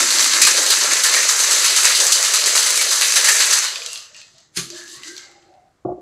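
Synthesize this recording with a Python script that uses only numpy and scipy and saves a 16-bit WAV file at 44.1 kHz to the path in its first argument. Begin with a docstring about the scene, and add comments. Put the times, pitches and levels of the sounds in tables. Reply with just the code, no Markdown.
"""Ice rattles in a two-part metal shaker, slamming about eleven times a second, then settles: random impacts on modal patches.
Separate cube strikes, slosh, gurgle and short wall hums join in; gliding noise resonances give the hollow tin tones.
A palm blow (dying sines, ice spray) breaks the seal; the tins scrape apart and hum; the big tin lands on a wooden counter.
A small plain room with faint steady noise; one microphone, in equal channels, that clips on the hardest slams."""
import sys
import numpy as np
from scipy import signal
from scipy.fft import rfft, irfft
from scipy.io import wavfile
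from scipy.ndimage import uniform_filter1d

SR = 44100
rng = np.random.default_rng(int(sys.argv[2]) if len(sys.argv) > 2 else 0)


def unload_wav(signal):
    """Save mono or channel-first audio to the path in sys.argv[1] as 16-bit WAV at rate SR, clipped to [-1, 1]."""
    wavfile.write(
        sys.argv[1],
        SR,
        np.round(np.clip(np.atleast_2d(signal).T, -1, 1) * 32767).astype(np.int16),
    )


N = 265041

# loose ice on the move: (time [s], rattle level [dB], dull knock of whole cubes re rattle [dB],
# fine chips re rattle [dB])
ICE_MOTION = [(0, -18, -8, -8.5), (1.5, -19, -7, -7.5), (2.4, -19, -8.5, -6.5), (2.89, -20.5, -8.5, -6.5),
              (3.1, -19, -8, -6), (3.56, -18, -7, -8.5), (3.67, -24.5, -7, -10), (3.8, -33.5, -10.5, -15),
              (3.95, -34, -14, -7.5), (4.06, -44, -10, -16), (4.12, -52.5, -6, -27),
              (4.18, -41.5, -13, -25), (4.32, -56, -12.5, -17), (4.4, -51.5, -10.5, -27),
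              (4.51, -67, -21, -30.5), (4.55, -63, -8, -17), (4.565, -31, -8, -1), (4.59, -34, -5, -6),
              (4.67, -43.5, -16, -27), (4.78, -35, -11, -12), (4.85, -43.5, -8, -10),
              (4.93, -36.5, -20, -8), (5.01, -46.5, -3, -13), (5.08, -33.5, -16, -12), (5.13, -45, -16, -9),
              (5.18, -39.5, -10, -19), (5.37, -58.5, -4, -30), (5.44, -62.5, 0.5, -20), (5.6, -74, 1, -8),
              (5.83, -85, 3, -2)]
# the drink: (time [s], slosh level [dB], deep gurgle level [dB])
DRINK_MOTION = [(0, -39, -43), (1, -41, -47.5), (2, -39.5, -52.5), (3, -40, -57), (3.55, -42.5, -58),
                (3.85, -59, -75), (4.1, -70, -81), (4.55, -79, -74), (4.59, -53, -43), (4.7, -68, -58),
                (5.05, -64.5, -60), (5.4, -64, -72), (5.8, -80, -76.5)]
# whole load arrives at one end: (time [s], rattle rise scale [dB], knock rise scale [dB],
# fade time constant [s], knock centre [Hz])
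END_SLAMS = [(0, 7.5, 9, 0.028, 1795), (.105, 3.5, 1, 0.075, 1850), (.19, 5, 4, 0.077, 2006),
             (0.333, 2.5, 6, 0.064, 1493), (.414, 11, 7.5, 0.042, 2630), (0.467, 9, 11, 0.025, 2060),
             (0.571, 6, 4., 0.035, 1720), (.66, 3.5, -2.5, .03, 1580), (0.701, 9.5, 8, 0.037, 2010),
             (.81, 5, 7.5, 0.022, 1612), (0.906, 4, 5.5, 0.06, 2016), (1.036, 6, 4.5, 0.091, 1825),
             (1.136, 5, 8.5, 0.055, 2156), (1.285, 8, 5, 0.033, 1620), (1.39, 5.5, 3, 0.07, 1910),
             (1.506, 6.5, 4, 0.11, 1980), (1.64, 5.5, 6.5, 0.056, 2260), (1.76, 7.5, 6, 0.06, 1870),
             (1.842, 6.5, 8.5, 0.068, 2287), (1.946, 7, -1.5, 0.026, 2230), (2., 6.5, 1, 0.049, 1890),
             (2.065, 2, 4, 0.045, 1796), (2.119, 10, -0.5, 0.029, 1794), (2.235, 4.5, 3.5, 0.04, 1826),
             (2.335, 6.5, 6, 0.033, 2176), (2.46, 7.5, 7, 0.044, 2205), (2.55, 8, 7, 0.071, 1844),
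             (2.66, 4, 4.5, 0.061, 2010), (2.75, 4.5, 0, 0.052, 2430), (2.81, 6.5, 8, 0.022, 2210),
             (2.905, 6, 3.5, 0.074, 1614), (3.008, 4.5, 6.5, 0.078, 2740), (3.155, 9.5, 7.5, 0.03, 2060),
             (3.241, 6.5, 5.5, 0.12, 2040), (3.285, 4.5, 8.5, 0.019, 2216), (3.399, 6, 7.5, 0.028, 2290),
             (3.506, 5, 2.5, 0.03, 1820), (3.527, 6, 2.5, 0.063, 1830), (3.639, 5, 8, 0.02, 1500),
             (3.76, 3, 6, 0.077, 2220)]
# radiation of the filled, hand-damped tin: (frequency [Hz], relative level [dB per Hz])
WALL_RADIATION = [(150, -52.5), (250, -29.5), (600, -8), (800, -32), (1200, -2), (1800, -1), (3200, -6.5),
                  (4500, 1.5), (5400, -3), (6500, 0.5), (7700, 0.5), (8800, -3), (11300, -9),
                  (12300, -28.5), (14500, -19), (15600, -34)]
# faint room noise spectrum: (frequency [Hz], relative level [dB per Hz])
HUSH_SPECTRUM = [(25, -9.5), (60, -0.5), (120, 2.5), (350, -8.5), (700, -9), (1300, -10), (2500, -19.5),
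                 (7500, -22), (9000, -30), (15600, -39)]
# echo decay: (frequency [Hz], t60 [s])
ROOM_DECAY = [(150, 0.083), (1000, 0.28), (4000, 0.36), (8000, 0.26), (14000, 0.4)]
# single cubes striking the wall: (time [s], level [dB], centre of the ring [Hz])
CUBE_STRIKES = [(0.1055, -1, 4590), (0.124, -4, 4410), (0.186, 1, 6150), (0.2264, -1, 4500),
                (0.244, 1.5, 4410), (0.3359, 2.5, 3530), (0.4155, -8, 7310), (0.4512, 6.5, 5170),
                (0.5694, -4, 6160), (0.6638, -1, 6320), (0.689, -3, 7650), (0.7065, 5, 6180),
                (0.8167, -6, 4290), (0.837, 0, 6090), (0.9114, -4, 4420), (0.9346, 2, 6150),
                (1.0365, -1, 7710), (1.1364, -11, 7080), (1.298, -3, 4720), (1.3924, -7, 7360),
                (1.5074, -6, 7130), (1.5306, 0, 7330), (1.7629, 1, 7720), (1.8334, 2, 7640),
                (1.8536, 8.5, 8200), (1.9475, -9, 6700), (1.9755, -6, 6380), (2.003, 0, 7170),
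                (2.0673, 4.5, 7400), (2.1241, 0, 7200), (2.1292, -2, 6460), (2.2283, 1.5, 6830),
                (2.3394, -16, 7320), (2.358, 1.5, 4510), (2.44, -1, 4900), (2.4602, 2, 7400),
                (2.5565, -8, 7760), (2.578, 3, 6060), (2.6628, -5, 4400), (2.7054, 2.5, 7300),
                (2.7482, -9, 7210), (2.7764, 4, 7430), (2.816, -3, 7100), (2.9108, -9, 6020),
                (3.0127, 0, 7300), (3.0206, -2, 4420), (3.058, -10, 5910), (3.1226, 3.5, 5880),
                (3.1603, -4, 4300), (3.2454, -12, 7240), (3.2873, 0, 6020), (3.367, -5, 8010),
                (3.505, -13, 6710), (3.5274, -4, 7150), (3.5887, -3, 7150), (3.6494, -8, 5080),
                (3.7579, -11.5, 2880), (3.8188, -13.5, 2770), (3.8625, -8, 4230), (3.92, -29, 4680),
                (3.932, -13, 7830), (3.9578, -14, 2780), (3.976, -16, 4600), (4.146, -26, 2650),
                (4.1657, -26, 4640), (4.1834, -38, 4700), (4.2024, -38, 3150), (4.2154, -25.5, 2640),
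                (4.383, -34.5, 5810), (4.4037, -39, 6220), (4.5726, -5.5, 4340), (4.7028, -15, 4600),
                (4.7654, -31, 4730), (4.7754, -25, 4210), (4.8788, -26, 4890), (5.0225, -31, 4150),
                (5.034, -20, 3820), (5.0794, -21, 6130), (5.1527, -34, 6230), (5.1662, -21, 4320),
                (5.1797, -18, 4060), (5.3148, -39, 6560), (5.426, -44, 3060), (5.5397, -49, 3050)]
# one free part of the wall rings on: (time [s], main tone level [dB], frequency [Hz], t60 [s])
WALL_HUMS = [(0.428, -15.5, 2510, 0.18), (1.052, -19.5, 1754, 0.15), (1.145, -12, 2320, 0.054),
             (1.165, -15, 1872, 0.12), (2.79, -15, 2270, 0.072), (3.159, -21, 1760, 0.15),
             (3.28, -14, 1856, 0.18), (3.321, -17.5, 1790, 0.21), (4.34, -59, 137, 0.19),
             (4.97, -52, 138, 0.17)]
# hollow resonances stirred by sliding ice and draining drink: (start [s], length [s],
# first frequency [Hz], last frequency [Hz], level [dB])
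HOLLOW_GLIDES = [(3.76, 0.24, 482, 475, -51), (3.715, 0.36, 624, 663, -51.5), (3.68, 0.19, 1100, 1150, -45),
                 (3.85, .25, 2740, 2820, -42.5), (3.95, 0.14, 1160, 1260, -54),
                 (4.073, 0.22, 606, 610, -63), (4.123, 0.19, 1880, 1860, -56.5),
                 (4.14, 0.1, 2760, 2730, -52), (4.334, 0.11, 660, 645, -61.5), (4.38, .17, 1900, 1880, -69),
                 (4.604, 0.37, 364, 340, -45), (4.69, 0.19, 580, 663, -52), (4.73, 0.22, 1700, 1730, -43),
                 (4.896, 0.15, 346, 354, -52.5), (4.578, 0.083, 1145, 1310, -42),
                 (4.93, 0.13, 1095, 1150, -51.5), (4.921, 0.12, 1800, 2100, -49),
                 (5.008, 0.15, 2005, 1950, -42.5), (5.026, 0.25, 1570, 1570, -47),
                 (5.049, 0.14, 328, 370, -40), (5.15, 0.23, 2130, 2060, -52),
                 (5.214, 0.27, 348, 345, -57.5), (5.193, 0.43, 786, 786, -57.5),
                 (5.436, 0.079, 335, 350, -53), (5.459, 0.28, 776, 722, -52.5),
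                 (5.46, 0.25, 572, 622, -59.5), (5.493, .18, 2080, 2070, -72.5)]
# seal-breaking blow: (thump level [dB], spray level [dB], spray rise time constant [s], spray t60 [s])
SEAL_BLOW = (-32, -20.5, 0.0076, 0.23)
# modes of the palm thump: (frequency [Hz], relative level [dB], t60 [s])
PALM_MODES = [(55, -13, 0.34), (134, -1.5, 0.35), (174, 4.5, 0.23), (340, 8, 0.1), (386, 4, 0.16)]
# modes of the wooden counter: (frequency [Hz], relative level [dB], t60 [s])
COUNTER_MODES = [(65, -21.5, .4), (130.7, -8.5, 0.16), (183, -15.5, 0.2), (230, -16, 0.21), (340, -2, 0.16),
                 (358.2, -8.5, 0.61), (454, -7.5, 0.067), (540, -3, .06), (625, -8, 0.12),
                 (707, -3.5, 0.077), (835, -15, 0.089), (1130, -11.5, 0.044), (1405, -31, 0.12)]
# the tin lands and rocks: (time [s], level [dB], frequency this contact favours [Hz],
# narrowness [dB per octave squared])
RIM_CONTACTS = [(5.849, -15, 400, 1), (5.882, -12.5, 710, 38), (5.896, -26.5, 350, -0.5),
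                (5.915, -23.5, 400, 1), (5.975, -28.5, 452, 8)]

STOP_S = 3.65  # shaking ends
RATTLE_HZ, SETTLED_RATTLE_HZ, SETTLED_KNOCK_HZ = 5870, 4900, 1650  # base centres
CLUMP_DB, CLUMP_S, ROAM_OCTAVES = 0.5, 0.0068, 0.12  # impacts clump and roam over the wall
SLOSH_WAVER_DB, GURGLE_WAVER_DB, WAVER_S = 2.5, 2.5, 0.049  # rms; the drink surges at random
SLOSH_SURGE, CHIP_SURGE = 0.36, 0.3  # slosh share of knock rise; chips' extra share of rattle rise
SNAP_FOCUS_DB, SOFT_FOCUS = 3.0, 0.13  # dB per octave squared at 0 dB; added per dB softer
SNAP_DB, SHIMMER_DB, CRACK_KNOCK_DB = -3, -11, -22  # peaks re strike level
HOLLOW_RISE, HOLLOW_FADE_DB = 0.32, -15  # share of length spent swelling; fade reached at the end
SEAL_S, THUMP_LEAD_S = 4.573, 0.0039  # spray peak; the palm lands just before
HUSH_DB = -65  # rms
EDGE_HZ = 15640  # upper band limit


def amp(db):
    """Decibels to amplitude."""
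    return 10 ** (np.asarray(db) / 20)


def evened(x):
    """Scale to rms 1."""
    return x / np.sqrt(np.mean(x ** 2) + 1e-20)


def read(points, hz):
    """Interpolate a spectrum table over log frequency."""
    f, value = np.transpose(points)
    return np.interp(np.log(hz + 1), np.log(f + 1), value)


def curves(rows):
    """Interpolate each table column over time."""
    s, *columns = np.transpose(rows)
    return [np.interp(np.arange(N) / SR, s, column) for column in columns]


def waver(span_s):
    """Slow random curve, rms 1: noise averaged twice over the span."""
    size = round(span_s * SR)
    once = uniform_filter1d(rng.standard_normal(N), size)
    return evened(uniform_filter1d(once, size))


def add(mix, s, sound):
    """Mix in a sound at s seconds, cut at the end."""
    part = mix[round(s * SR):][:len(sound)]
    part += sound[:len(part)]


def ring(modes, rise_s, size=SR // 2):
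    """Sum of dying sines with a soft start."""
    t = np.arange(size) / SR
    tones = sum(amp(db - 60 * t / t60) * np.sin(2 * np.pi * hz * t) for hz, db, t60 in modes)
    return tones * (1 - np.exp(-(t / rise_s) ** 2))


def patch(lo_hz, hi_hz, cycles, centre_hz, focus_db, count=30):
    """One wall spot: random dense modes, favoured near a centre, each dying within some cycles; energy 1."""
    hz = rng.uniform(lo_hz, hi_hz, count)
    t60 = cycles / hz
    focus = focus_db * np.log2(hz / centre_hz) ** 2
    db = read(WALL_RADIATION, hz) - focus - 10 * np.log10(t60)
    keep = signal.butter(6, [0.92 * lo_hz, 1.03 * hi_hz], "bandpass", fs=SR, output="sos")
    sound = signal.sosfilt(keep, ring(np.transpose([hz, db, t60]), 1e-4, size=3072))
    return sound / np.linalg.norm(sound)


def pelt(lo_hz, hi_hz, cycles, per_s, spread_db, level_db, centre_hz, focus_db, scatter_octaves, count=30):
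    """Random impacts of uneven size, scattered over the wall spots that ring near centre_hz."""
    size = amp(spread_db * np.minimum(rng.exponential(1, N), 4))
    size = size * (rng.random(N) < per_s / SR)  # keep only the moments of impact
    drive = size * amp(level_db) / np.sqrt(np.mean(size ** 2))
    centres = np.geomspace(lo_hz, hi_hz, count)
    target_hz = centre_hz * 2 ** (scatter_octaves * rng.standard_normal(N))
    spot = np.searchsorted(centres[:-1], target_hz)
    out = np.zeros(N)
    for k, hz in enumerate(centres):
        out += signal.oaconvolve(drive * (spot == k), patch(lo_hz, hi_hz, cycles, hz, focus_db))[:N]
    return out


def slams():
    """Quick rise and slower fall of level at each end of a stroke, for rattle and knock."""
    rise_db, t = np.zeros((2, N)), np.arange(SR // 4) / SR
    for s, rattle_db, knock_db, fade_s, _ in END_SLAMS:
        shape = (1 - np.exp(-t / 0.0013)) * np.exp(-t / fade_s)
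        add(rise_db[0], s, rattle_db * shape)
        add(rise_db[1], s, knock_db * shape)
    return rise_db


def rattle():
    """The load of ice and drink: five kinds of impact, from deep gurgle to fine chips."""
    ice_db, dull_db, chips_db = curves(ICE_MOTION)
    slosh_db, gurgle_db = curves(DRINK_MOTION)
    rattle_rise_db, knock_rise_db = slams()
    clump_db = CLUMP_DB * waver(CLUMP_S)  # shared by all the ice
    sharp_db = ice_db + rattle_rise_db + clump_db
    heavy_db = ice_db + knock_rise_db + clump_db

    t = np.arange(N) / SR
    s, *_, knock_hz = np.transpose(END_SLAMS)
    latest = np.maximum(np.searchsorted(s, t, "right") - 1, 0)
    dull_hz = np.where(t < STOP_S, knock_hz[latest], SETTLED_KNOCK_HZ)
    bright_hz = np.where(t < STOP_S, RATTLE_HZ, SETTLED_RATTLE_HZ) * 2 ** (ROAM_OCTAVES * waver(WAVER_S))

    bright = pelt(2900, 7700, 88, 5000, 1.6, sharp_db - 1, bright_hz, 17.0, 0.4)
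    knock = pelt(879, 2800, 44, 1200, 0.84, heavy_db + dull_db - 1, dull_hz, 17.7, 0.3)
    slosh_db = slosh_db + SLOSH_SURGE * knock_rise_db + SLOSH_WAVER_DB * waver(WAVER_S)
    slosh = pelt(380, 850, 27, 540, 1.9, slosh_db, 570, 15.0, 0.4, count=12)
    gurgle_db = gurgle_db + GURGLE_WAVER_DB * waver(WAVER_S)
    gurgle = pelt(215, 380, 36, 340, 1.6, gurgle_db, 270, 3.2, 0.08, count=8)
    chips_db = sharp_db + chips_db + CHIP_SURGE * rattle_rise_db - 2.5
    chips = pelt(7900, 15600, 120, 6000, 4.5, chips_db, 11000, 2.2, 0.3, count=16)
    return bright + knock + slosh + gurgle + chips


def hush():
    """Steady faint room air: noise shaped in the spectrum."""
    z = rfft(rng.standard_normal(N))
    shape = amp(read(HUSH_SPECTRUM, np.fft.rfftfreq(N, 1 / SR)))
    return amp(HUSH_DB) * evened(irfft(z * shape, N))


def tail():
    """Sparse echo taps of random sign, each band dying at its own speed; energy 1."""
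    taps = np.zeros(SR)
    at = np.arange(200, SR - 20, 20)
    taps[at + rng.integers(0, 20, len(at))] = rng.choice([-1., 1.], len(at))
    hz, t, z = signal.stft(taps, SR, nperseg=256)
    decay = amp(-60 * t / read(ROOM_DECAY, hz)[:, None])
    out = signal.istft(z * decay, SR, nperseg=256)[1]
    return out / np.linalg.norm(out)


def room(x):
    """The shaker keeps moving, so the sound is handed round three sets of echoes."""
    turn = 2 * np.pi * 1.3 * np.arange(N) / SR
    out = np.zeros(N)
    for k in range(3):
        share = np.sqrt(2 / 3) * np.cos(turn + k * np.pi / 3)
        out += signal.fftconvolve(x * share, tail())[:N]
    return out


def cracks():
    """Each hard strike: a bright snap, the wall shimmering on near the same pitch, and a duller knock."""
    out = np.zeros(N)
    for s, db, hz in CUBE_STRIKES:
        snap = patch(2400, 15000, 30, hz, SNAP_FOCUS_DB - SOFT_FOCUS * db)
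        knock = patch(850, 2500, 25, 1800, 3.0)
        shimmer = patch(2400, 12000, 400, hz, 30.0, count=60)
        layers = (SNAP_DB, snap), (SHIMMER_DB, shimmer), (CRACK_KNOCK_DB, knock)
        strike = sum(amp(part_db) * part / abs(part).max() for part_db, part in layers)
        add(out, s, amp(db) * strike)
    return out


def hums():
    """A freely ringing part of the tin: a main dying tone with two weaker neighbours."""
    out = np.zeros(N)
    for s, db, hz, t60 in WALL_HUMS:
        tones = [(hz, db, t60), (hz * 0.93, db - 6.0, t60), (hz * 1.3, db - 9.5, t60)]
        add(out, s, ring(tones, 0.0013))
    return out


def resonate(x, hz, width_hz):
    """Gliding resonance of gain 1: shift the curve hz down to zero, smooth, shift back."""
    turn = np.exp(2j * np.pi * np.cumsum(hz) / SR)
    r = np.exp(-np.pi * width_hz / SR)
    return 2 * (turn * signal.lfilter([1 - r], [1, -r], x / turn)).real


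def hollows():
    """Noise through a gliding resonance, applied twice; higher ones are wider. Each swells, then fades."""
    out = np.zeros(N)
    for s, length_s, first_hz, last_hz, db in HOLLOW_GLIDES:
        u = np.linspace(0, 1, round(length_s * SR))
        hz = first_hz + (last_hz - first_hz) * u
        width_hz = 5 + 0.085 * first_hz  # per pass
        noise = rng.standard_normal(SR // 2)[:len(u)]
        tone = evened(resonate(resonate(noise, hz, width_hz), hz, width_hz))
        swell = np.sin(np.pi / 2 * np.minimum(u / HOLLOW_RISE, 1)) * amp(HOLLOW_FADE_DB * u ** 2)
        close = np.minimum(10 * (1 - u), 1)
        add(out, s, amp(db) * tone * swell * close)
    return out


def seal():
    """The palm thumps the joint and throws a quick spray of ice against the wall."""
    thump_db, spray_db, rise_s, t60 = SEAL_BLOW
    out, t = np.zeros(N), np.arange(N) / SR - SEAL_S
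    add(out, SEAL_S - THUMP_LEAD_S, amp(thump_db) * ring(PALM_MODES, 0.0059))
    # exponential growth to the peak, then decay
    burst_db = spray_db + np.where(t < 0, 20 / np.log(10) * t / rise_s, -60 * t / t60)
    return out + pelt(1510, 11870, 42, 6000, 1.4, burst_db, 4000, 4.7, 0.62, count=10)


def landing():
    """The same counter modes for every touch, weighted by where the rim meets the wood."""
    out = np.zeros(N)
    for s, db, favoured_hz, narrow in RIM_CONTACTS:
        modes = [(hz, db + mode_db - narrow * np.log2(hz / favoured_hz) ** 2, t60)
                 for hz, mode_db, t60 in COUNTER_MODES]
        add(out, s, ring(modes, 0.0025))
    return out


def scene():
    """Direct sound, echoes and room noise, the same in both channels."""
    ice = rattle() + cracks() + seal()
    thuds = hums() + hollows() + landing()
    echoes = room(amp(-8.0) * ice + amp(-3.5) * thuds)
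    mono = ice + thuds + echoes + hush()
    return np.array([mono, mono])


def record(dry):
    """Hard overload at full scale, then the band limit."""
    edge = signal.firwin(511, EDGE_HZ, window=("kaiser", 9), fs=SR)
    return signal.oaconvolve(np.clip(dry, -1, 1), edge[None], "same")


dry = scene()
out = record(dry)
unload_wav(out)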